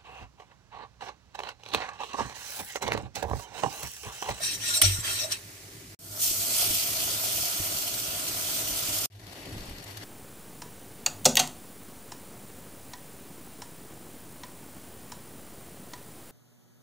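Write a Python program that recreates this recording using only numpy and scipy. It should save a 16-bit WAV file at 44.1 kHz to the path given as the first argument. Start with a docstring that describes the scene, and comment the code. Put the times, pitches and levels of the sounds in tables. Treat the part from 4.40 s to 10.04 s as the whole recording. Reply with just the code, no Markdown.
"""Three shots of a steel pot on a gas hob, close to a phone, with the hob rumbling throughout.
First a spoon scrapes and strikes the pot, ringing its steel modes, while flour fries in dense tiny bursts.
Then cold milk is poured in: noise flashes up as hissing steam over a gurgle in the pot's air.
Last, spice is shaken in short dry rustles over the simmering sauce.
Each shot is cut off short and the next fades in; the pot rocks on its grate now and then."""
import sys
import numpy as np
from scipy import signal
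from scipy.fft import rfft, irfft, next_fast_len
from scipy.io import wavfile
from scipy.ndimage import uniform_filter1d, map_coordinates

SR = 44100
rng = np.random.default_rng(int(sys.argv[2]) if len(sys.argv) > 2 else 0)


def wav_record(signal):
    """Record a signal, one row per channel, as 16-bit PCM in the file named by sys.argv[1]."""
    frames = np.transpose(np.atleast_2d(signal))
    bounded = np.clip(frames, -1, 1)
    # unit amplitude maps onto the largest positive 16-bit level
    quanta = np.round(bounded * 32767).astype(np.int16)
    wavfile.write(sys.argv[1], SR, quanta)


N = 248724

# milk on hot steel, a flash at first contact and again as it spreads: t/s, hiss/dB, gurgle/dB
POURING = [(1.589, -40, -53.5), (1.78, -38, -50), (1.83, -25.5, -49.5), (1.98, -30.5, -50),
           (2.21, -27, -43), (2.4, -30, -48), (2.55, -31.5, -45.5), (2.75, -31.5, -45), (2.9, -31, -46.5),
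           (3.05, -31.5, -47.5), (3.3, -33.5, -46.5), (3.67, -34, -47.5), (3.8, -34.5, -46.5),
           (3.87, -34, -46.5), (4.2, -32.5, -46), (4.66, -33, -45)]
# strokes of the spoon: t/s, scrape/dB, low body/dB, upper modes/dB, ring of the modes over the grit/dB
SCRAPE = [(0, -51, 5, -8, 0), (.036, -30.5, 0, -1.5, 1), (.065, -30.5, -4, -1, 1.5),
          (.1, -34.5, -6, -3, 5.5), (.152, -37.5, -7, 5, -3), (.175, -56, -6, 0, -3),
          (.21, -39, 0, -1.5, -0.5), (.24, -35, -5, -1, 5), (.292, -28, -14, -3.5, 2.5),
          (.33, -32, -6, 0.5, 0), (.35, -30, -3, 4.5, 4), (.372, -33, 1, 11.5, -0.5),
          (.408, -44.5, -5, -2.5, 6), (.4145, -40, -3, -3, 0), (.418, -24, 7, 7.5, -7),
          (.435, -26.5, -4, -1.5, 7), (.46, -25.5, -7, -0.5, 1.5), (.504, -31, -3, 0, 0),
          (.548, -32.5, -16, 3, -8.5), (.582, -40.5, 8, 2, -1), (.606, -37.5, -1, 2, -3),
          (.62, -46, 7.5, -2, 2), (.64, -37, 9, 0, 6), (.664, -29.5, 4.5, -3, 3),
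          (.734, -30.5, -6, -1, 0.5), (.84, -35, 2, -0.5, 4), (.876, -50, 8, 8, 2), (.902, -44, 8, -1, -1),
          (.922, -26.5, -3, -4.5, -2), (.95, -40.5, 3, -4, 2), (.975, -49, 4, -2, 8)]
# left port over right port, for steam, for sauce and spice, and for the spoon: f/Hz, left-right/dB
STEAM_SIDE = [(60, 2), (99, 2), (160, 1), (270, 0), (450, -8.5), (740, -5), (1220, 4.5), (2010, -3),
              (3330, -1), (5500, -1.5), (9080, -4.5), (15000, 5)]
SAUCE_SIDE = [(60, -7), (110, -0.5), (200, -4), (380, -7), (700, -2.5), (1290, 5.5), (2380, 1), (4400, 7),
              (8120, -1.5), (15000, 13.5)]
SPOON_SIDE = [(60, -3.5), (99, -0.5), (160, 1), (270, 28), (450, -3), (740, -10), (1220, 4), (2010, 2.5),
              (3330, -2), (5500, 4.5), (9080, -7.5), (15000, 4)]


def amp(db):
    """dB to gain."""
    return 10 ** (np.asarray(db) / 20)


def unit(x):
    """Scaled to rms 1."""
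    return x / np.sqrt(np.mean(x ** 2) + 1e-20)


def along(points, hz):
    """(Hz, value) points read on a log frequency axis."""
    f, v = np.transpose(points)
    return np.interp(np.log(hz + 1), np.log(f + 1), v)


def gains(rows):
    """One gain per sample for each dB column, silent outside the rows."""
    s, *columns = np.transpose(rows)
    t = np.arange(N) / SR
    return [amp(np.interp(t, s, db, left=-200, right=-200)) for db in columns]


def swell(start, end, start_db, end_db, rise, fall):
    """Level in dB: a steady rise, a sloping hold, a steady fall (rise and fall in dB per s)."""
    t = np.arange(N) / SR
    hold = np.interp(t, [start, end], [start_db, end_db])
    return hold - rise * np.clip(start - t, 0, None) - fall * np.clip(t - end, 0, None)


def wobble(rate):
    """A smooth random curve, rate knots a second."""
    return map_coordinates(rng.standard_normal(int(N * rate / SR) + 4), [np.arange(N) * rate / SR])


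def filtered(x, response):
    """x times a complex response of frequency."""
    m = next_fast_len(N + SR // 4)
    return irfft(rfft(x, m) * response(np.fft.rfftfreq(m, 1 / SR)), m)[..., :N]


def modes(table):
    """Causal response of a set of resonances (Hz, width Hz, dB), alternating in sign."""
    return lambda f: sum((-1) ** k * amp(db) * 1j * f * w / (c * c - f * f + 1j * f * w)
                         for k, (c, w, db) in enumerate(table))


def colour(spectrum):
    """Response that follows a spectrum table."""
    return lambda hz: amp(along(spectrum, hz))


def grains(spiky_db, patchy_db):
    """Two streams of tiny bursts: noise with patches in time and pitch, its strength wavering every ms."""
    z = signal.stft(rng.standard_normal((2, N)), nperseg=512)[2]
    field = uniform_filter1d(rng.standard_normal(z.shape[1:]), 8, 0)
    field = uniform_filter1d(field, 10, 1)
    pair = signal.istft(z * amp(patchy_db * unit(field)), nperseg=512)[1][:, :N]
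    return pair * amp(spiky_db * wobble(900))


def ports(pair, response, side):
    """Two streams heard at the two microphone ports: alike in the bass, less so in the treble; mid rms 1."""
    # f/Hz, likeness of the ports (0 to 1)
    alike = [(60, .997), (110, .985), (170, .92), (350, .8), (690, .86), (1000, .65), (2000, .55),
             (5000, .35), (12000, .2)]
    # f/Hz, lag of the left port/rad
    lag_points = [(150, 0), (500, .3), (900, .8), (1300, 2.4), (2400, 1.8), (7000, 3)]
    turn = lambda hz: np.arccos(np.clip(along(alike, hz), 0, 1)) / 2
    a, b = filtered(pair, lambda hz: response(hz) * [np.cos(turn(hz)), np.sin(turn(hz))])

    def lean(hz):
        # echoes off the pot wall swing the phase between the ports back and forth along the treble
        echo = 3.48 * np.clip(hz / 900 - 1, 0, 1) * np.sin(2 * np.pi * hz * .0016)
        return amp(along(side, hz) / 2 * (hz > 250)) * np.exp(-.5j * (along(lag_points, hz) + echo))

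    both = filtered(np.array([a + b, a - b]), lambda hz: np.array([lean(hz), 1 / lean(hz)]))
    return both / np.std(both.mean(0))


def pips(s, db, hz, cycles):
    """Short damped sines, one for each row, dying 60 dB in three times their cycles."""
    u = np.arange(3 * SR * cycles // int(np.min(hz)))[None] / SR * hz[:, None]  # cycles elapsed
    wave = amp(db)[:, None] * np.sin(2 * np.pi * u) * amp(-20 * u / cycles)
    at = np.round(s * SR).astype(int)[:, None] + np.arange(u.shape[1])
    return np.bincount(at.ravel(), wave.ravel(), N + SR)[:N]


def hob():
    """The gas flame and the kitchen rumble as low noise and keep the grate humming at a narrow resonance."""
    # each shot's own background: t/s, rumble/dB, hum of the grate/dB
    levels = [(0, -52.5, -53), (1.55, -52.5, -54), (1.6, -48, -59), (3.2, -47.5, -55.5), (4.66, -46.5, -55),
              (4.7, -52, -42), (5.04, -47, -59), (5.14, -45, -50), (5.33, -51, -52.5), (5.64, -48.5, -53.5)]
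    # f/Hz, level/dB
    rumble_spectrum = [(12, -48), (20, -41), (43, -2.5), (70, -9.5), (85, -10), (102, 2), (135, -8),
                       (166, -3.5), (220, -11), (307, -3), (369, -9), (401, -4), (436, -15.5), (560, -15.5),
                       (730, -19.5), (1230, -120)]
    flame = ports(grains(spiky_db=-1.5, patchy_db=2.0), colour(rumble_spectrum), [(100, 0.34), (380, 3.9)])
    bars = unit(filtered(rng.standard_normal(N), lambda f: modes([(101, 16, 0)])(f) ** 2))
    rumble, hum = gains(levels)
    return rumble * amp(0.27 * wobble(6.8)) * flame + hum * amp(2 * wobble(2.84)) * bars


def hand():
    """The phone shifts in the hand: a deep swell of low noise with a slow sway, then a faint rest of it."""
    # one shift: from t/s, to t/s, start level/dB, end level/dB, rise/(dB/s), fall/(dB/s)
    shift = (5.17, 5.29, -43, -44, 300, 150)
    t = np.arange(N) / SR
    skin = [(8, -15), (17, 11), (35, -6), (57, 8.0), (90, -20), (200, -5.5), (500, -47)]  # f/Hz, level/dB
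    noise = unit(filtered(rng.standard_normal(N), colour(skin)))
    sway = amp(-7) * np.sin(2 * np.pi * 14 * t)  # 14 Hz
    grip = amp(swell(*shift)) + amp(-67) * (t > shift[0])
    return grip * (noise + sway)


def grate():
    """The pot rocks on its grate: each knock sets low sines droning and its foot lands with a dull thud."""
    # t/s, level/dB, rise/s, t60/s, thud over the level/dB
    knocks = [(0.425, -13.5, 0.03, 0.33, -12), (.585, -26, 0.0024, 0.087, -9),
              (1.909, -39, 0.004, 0.068, 10.5), (2.304, -39, 0.0018, 0.2, 13.5),
              (3.2, -32, 0.0021, 0.16, 5), (5.118, -29, 0.012, 0.12, -17)]
    # drone of the grate: f/Hz, level/dB
    bars = [(48.4, -6.5), (96.9, 4.5), (339, -20.5)]
    # the pot's foot lands: f/Hz, level/dB, t60/s
    foot = [(62, -2, 0.04), (137, -7, 0.026), (314, -2, 0.05)]
    t, out = np.arange(N) / SR, np.zeros(N)
    for s, db, rise, t60, thud_db in knocks:
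        u = np.clip(t - s, 0, None)
        drone = sum(amp(level) * np.sin(2 * np.pi * hz * u) for hz, level in bars)
        thud = sum(amp(level - 60 * u / dies) * np.sin(2 * np.pi * hz * u) for hz, level, dies in foot)
        thud = thud * (1 - np.exp(-u / 0.004))
        envelope = (1 - np.exp(-u / rise)) ** 2 * amp(-60 * u / t60)
        out += amp(db) * (envelope * drone + amp(thud_db) * thud)
    return out


def frying():
    """Flour in fat: dense bursting bubbles, as spiky coloured noise."""
    # t/s, level/dB
    level = [(0.0, -44), (1.55, -51.5)]
    # f/Hz, level per Hz/dB
    spectrum = [(260, -40), (450, -16.5), (562, -8.5), (642, -8.5), (1000, -9), (1090, -8), (1660, -5),
                (1980, -0.5), (2950, -6), (3800, -5.5), (4470, -4), (6190, -4), (15500, -10)]
    # f/Hz, left-right/dB
    side = [(60, -8), (110, -6.5), (200, 0.0), (380, -26), (700, -5.5), (1290, 5.5), (2380, 0),
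            (4400, -1.0), (8120, -5.5), (15000, 2)]
    return gains(level)[0] * ports(grains(spiky_db=1.5, patchy_db=0.5), colour(spectrum), side)


def simmer():
    """Sauce bubbles burst densely, coloured by the resonances of the full pot."""
    # t/s, level/dB
    level = [(4.7, -48.5), (4.8, -49), (4.95, -48), (5.2, -48), (5.46, -48.5), (5.5, -45.5), (5.54, -49),
             (5.64, -47)]
    # f/Hz, level/dB
    spectrum = [(260, -29), (450, -5.5), (712, -3), (1110, -8.5), (1610, -9), (1840, -10), (3690, -11),
                (4470, -12), (4880, -14.5), (5750, -12.5), (6570, -14), (9940, -16.5), (13200, -18),
                (14600, -24), (15500, -51.5)]
    # the full pot's colour: f/Hz, width/Hz, level/dB
    bands = [(1926, 50, 6.5), (2830, 220, -2.5), (4500, 100, 4.5), (5600, 210, -5), (11000, 250, -11)]
    full = lambda f: colour(spectrum)(f) * (1 + np.abs(modes(bands)(f)))
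    bubbles = ports(grains(spiky_db=3, patchy_db=1), full, SAUCE_SIDE)
    return gains(level)[0] * amp(1.0 * wobble(70)) * bubbles


def shaker():
    """Spice grains rattle in the jar: a quick rise and a short dry rustle, with single grains ticking."""
    # t/s, peak/dB, low part over the high/dB
    shakes = [(4.8686, -48, 4), (4.925, -51, 0), (5.0936, -60, -3), (5.171, -53, 0), (5.2069, -48.5, 4),
              (5.2568, -48, -12), (5.2962, -46, -7), (5.384, -50, 6), (5.4419, -46, -12), (5.4785, -52, 3),
              (5.51, -49, -1), (5.573, -42, 2)]
    # single grains on glass or steel: t/s, peak/dB, f/Hz
    ticks = [(5.172, -39.5, 5500), (5.188, -38.5, 5500), (5.208, -38, 5500), (5.215, -42, 13000),
             (5.258, -38, 12500), (5.277, -43, 13500), (5.285, -38.5, 5000), (5.298, -38, 12500),
             (5.352, -45, 13000), (5.402, -39.5, 5000), (5.503, -42, 5800), (5.572, -36, 6000)]
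    rise_s, t60_s = .015, .035  # each for 60 dB
    t = np.arange(N) / SR
    high_spectrum = [(4000, -23), (6000, -4), (9500, -6), (13000, -4), (15500, -17)]  # f/Hz, level/dB
    low_spectrum = [(800, -20), (1800, -10), (4500, -6), (7000, -15), (9000, -30)]  # f/Hz, level/dB
    high = ports(grains(spiky_db=2.5, patchy_db=-3.0), colour(high_spectrum), SAUCE_SIDE)
    low = ports(grains(spiky_db=2.5, patchy_db=1.5), colour(low_spectrum), SAUCE_SIDE)
    out = pips(*np.transpose(ticks), cycles=5)
    for s, db, low_db in shakes:
        envelope = amp(db - 60 * np.abs(t - s) / np.where(t > s, t60_s, rise_s))
        out = out + envelope * (high + amp(low_db) * low)
    return out


def gurgling():
    """The poured milk gurgles in the air of the pot, and now and then the stream traps a plopping pocket."""
    # air in the pot: f/Hz, width/Hz, level/dB
    air_modes = [(617, 24, -1.5), (658, 20, -0.5), (697, 24, -1), (997, 20, -10.5), (1310, 63, -3.5),
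                 (1393, 110, -3.5)]
    # trapped pockets of air: t/s, peak/dB, f/Hz
    plops = [(2.227, -29.5, 665), (2.839, -30.5, 692), (2.982, -33, 660), (3.035, -32.5, 703)]

    def air(f):
        resonances = sum(np.abs(modes([mode])(f)) for mode in air_modes)
        return resonances + amp(-16) * (f > 400) * (f < 2500)

    level = gains(POURING)[1] * amp(0.5 * wobble(30) + 0.4 * wobble(25))
    pour = level * ports(grains(spiky_db=1.5, patchy_db=0.4), air, STEAM_SIDE)
    return pour + pips(*np.transpose(plops), cycles=9)


def steam():
    """Milk flashes to steam: dense bursts hiss, thin at first, the lower part filling in as the milk pools."""
    # f/Hz, level/dB
    spectrum = [(880, -21), (1500, -43.5), (1920, -8.5), (2070, -9), (2600, -3.5), (3250, -0.5), (3800, -4),
                (4390, 0.5), (4800, -1), (6130, 0.5), (6750, -2), (8710, 0), (9790, -4), (13400, 0),
                (14800, -1.5), (15500, -16.5)]
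    thin_db, thin_until_s, fill_s, thin_hz = -5, 1.98, 0.27, 4500
    level = gains(POURING)[0] * amp(0.64 * wobble(12) + 0.75 * wobble(60))
    hiss = level * ports(grains(spiky_db=1.76, patchy_db=1.35), colour(spectrum), STEAM_SIDE)
    thin = amp(np.interp(np.arange(N) / SR, [thin_until_s, thin_until_s + fill_s], [thin_db, 0]))
    lower = filtered(hiss, lambda hz: 1 / (1 + (hz / thin_hz) ** 6))
    return hiss + (thin - 1) * lower


def spoon_drone():
    """The pot's air drones at one resonance where the spoon turns at the wall, and faintly under the scrape."""
    # from t/s, to t/s, level/dB
    turns = [(0, 0.018, -44.5), (0.385, 0.402, -47), (.42, .428, -46), (0.441, 0.449, -38.5),
             (0.829, 0.904, -47)]
    level = amp(-29) * gains(SCRAPE)[0]
    for start, end, db in turns:
        level = level + amp(swell(start, end, db, db, rise=900, fall=920))
    resonance = lambda f: modes([(630, 110, 0)])(f) ** 2
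    return level * ports(grains(spiky_db=2.5, patchy_db=-2.0), resonance, SPOON_SIDE)


def spoon_blows():
    """Each blow on the wall is a short bright crack of noise; the spoon's tip clinks as damped sines."""
    # t/s, level/dB, contact/s, t60 of the crack/s
    blows = [(.2914, -33, .001, 0.012), (0.4152, -16.5, .008, .03), (.4525, -25, .0008, .008),
             (.919, -35, .004, .03)]
    # the tip: t/s, peak/dB, f/Hz
    clinks = [(.2916, -24, 3000), (.4165, -22.5, 1400), (.4225, -28, 1870)]
    t = np.arange(N) / SR
    crack = sum(amp(db - 60 * np.clip(t - s - hold, 0, None) / t60) * np.clip((t - s) / .0007, 0, 1)
                for s, db, hold, t60 in blows)  # each rises in 0.7 ms
    spectrum = [(300, -13), (700, -8), (1500, -9), (3000, 5.0), (4500, 1), (5500, 3), (6800, -11),
                (8500, 7), (11000, 5.5), (15000, -1.5)]  # f/Hz, level/dB
    burst = ports(grains(spiky_db=-0.5, patchy_db=3.0), colour(spectrum), SPOON_SIDE)
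    return crack * burst + pips(*np.transpose(clinks), cycles=6)


def spoon_scrape():
    """The edge catches on the steel in fine grit, and each catch drives the ringing modes of pot and spoon."""
    # pot and spoon: f/Hz, width/Hz, level/dB
    steel = [(1107, 34, -19.5), (1402, 37, -5.5), (1857, 31, -7), (2230, 37, -15), (2655, 99, -8),
             (3180, 24, -4.5), (3840, 26, -6), (3906, 50, -6), (3952, 29, -1), (4410, 43, -3),
             (4600, 46, -10.5), (5470, 65, -4), (5600, 47, -4), (5690, 75, -1.5), (5730, 37, -12),
             (5940, 40, -6), (6060, 33, -17), (7650, 38, -2.5), (8000, 35, -8), (8300, 45, -7),
             (8620, 73, -6), (8720, 40, -7), (8835, 20, -7), (9300, 37, -23), (9457, 45, -14),
             (10430, 65, -12), (12800, 290, -23)]
    # scrape between the modes: f/Hz, level per Hz/dB
    grit_spectrum = [(530, -61), (900, -14.5), (3850, -3.5), (5060, -8), (5700, -1), (6580, -8),
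                     (8550, -1.5), (9700, -12.5), (11000, -17), (12400, -13), (13600, -5), (15500, -59)]
    # groups of modes that sing together: from f/Hz, to f/Hz
    families = [(1050, 1500), (3650, 4100), (5350, 6050), (7600, 8900)]
    # the travelling contact point wakes now one group, now another: t/s, then one level/dB for each group
    singing = [(0, -63, -56, -58, -59), (.034, -62, -40, -32, -29), (.06, -65, -42, -32, -32),
               (.1, -64, -40, -41, -42), (.125, -62, -42.5, -37, -41), (.154, -62, -43, -39, -42),
               (.17, -65, -58, -54, -56), (.2, -60, -48, -50, -50), (.238, -46, -44, -35, -49),
               (.258, -52, -42, -44, -37), (.302, -43, -39, -36, -38), (.328, -46, -39, -37, -43),
               (.346, -51, -31, -36, -29), (.374, -49, -38, -33, -30), (.398, -65, -49, -42, -45),
               (.4145, -60, -46, -54, -56), (.418, -39, -33, -36, -22), (.435, -47, -37, -28, -33),
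               (.456, -50, -38, -29, -28), (.504, -49, -44, -38, -39), (.55, -54, -38, -36, -38),
               (.58, -47, -50, -40, -47), (.606, -59, -57, -49, -35.5), (.62, -59, -60, -52, -54),
               (.664, -41, -49, -47, -41), (.708, -41, -43, -37, -43), (.74, -49, -40, -39, -42),
               (.79, -50, -40, -38, -41), (.842, -50, -37, -38, -43), (.878, -66, -62, -58, -51),
               (.898, -62, -55, -59, -52), (.922, -56, -32, -24.5, -33), (.95, -64, -46, -48, -50),
               (.99, -75, -57, -62, -60)]
    # one trim/dB for each group
    trims = [-5, -6, -6.5, -4]
    scrape, body, bright, ringing = gains(SCRAPE)
    catch = ports(grains(spiky_db=1.5, patchy_db=2.5), np.ones_like, SPOON_SIDE)

    def rung(force, table):
        # as the contact point travels, each mode waxes and wanes on its own, and rings on after the edge lifts
        return sum(filtered(force * amp(4.5 * wobble(45)) * catch, modes([mode])) for mode in table)

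    groups = [[mode for mode in steel if lo < mode[0] < hi] for lo, hi in families]
    loners = [mode for mode in steel if not any(mode in group for group in groups)]
    ring = rung(scrape * ringing, loners)
    song = 0
    for force, trim_db, group in zip(gains(singing), trims, groups):
        loudness = np.std(filtered(catch.mean(0), modes(group)))
        song = song + rung(force * amp(trim_db), group) / loudness
    grit = scrape * ports(grains(spiky_db=2.0, patchy_db=2.5), colour(grit_spectrum), SPOON_SIDE)
    rub = amp(12.0) * ring + amp(-2.5) * grit
    low = filtered(rub, lambda hz: 1 / (1 + (hz / 1770) ** 6))  # the scrape's low body
    high = filtered(rub, lambda hz: 1 / (1 + (7000 / (hz + 1)) ** 6))  # a steeper edge favours the upper modes
    return song + rub + (body - 1) * low + (bright - 1) * high


def scene():
    """Everything around the pot, from the background to the spoon."""
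    background = hob() + hand() + grate()
    cooking = frying() + simmer() + shaker() + gurgling() + steam()
    return background + cooking + spoon_drone() + spoon_blows() + spoon_scrape()


def record(dry):
    """The edit: each shot fades in and is cut with a fast-dying end; nothing is kept above the band limit."""
    # start t/s, end t/s, fade-in/s, level the fade starts from/dB
    shots = [(0, 1.548, .001, 0), (1.59, 4.662, 0.27, -15.5), (4.701, 5.7, 0.31, -19)]
    top_hz = 15580
    t = np.arange(N) / SR
    fade = sum(np.clip(amp(db) + (t - a) / rise, 0, 1) * (t >= a) * (t < b) for a, b, rise, db in shots)
    end = sum((t >= b) * amp(-21.5 - 60 * np.abs(t - b) / 0.038) for a, b, rise, db in shots)
    # the dying end repeats the sound of 50 ms before
    held = dry * fade + end * np.roll(dry, SR // 20, axis=1)
    return filtered(held, lambda hz: np.clip((top_hz - hz) / 120, 0, 1) ** 2)


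dry = scene()
out = record(dry)
wav_record(out)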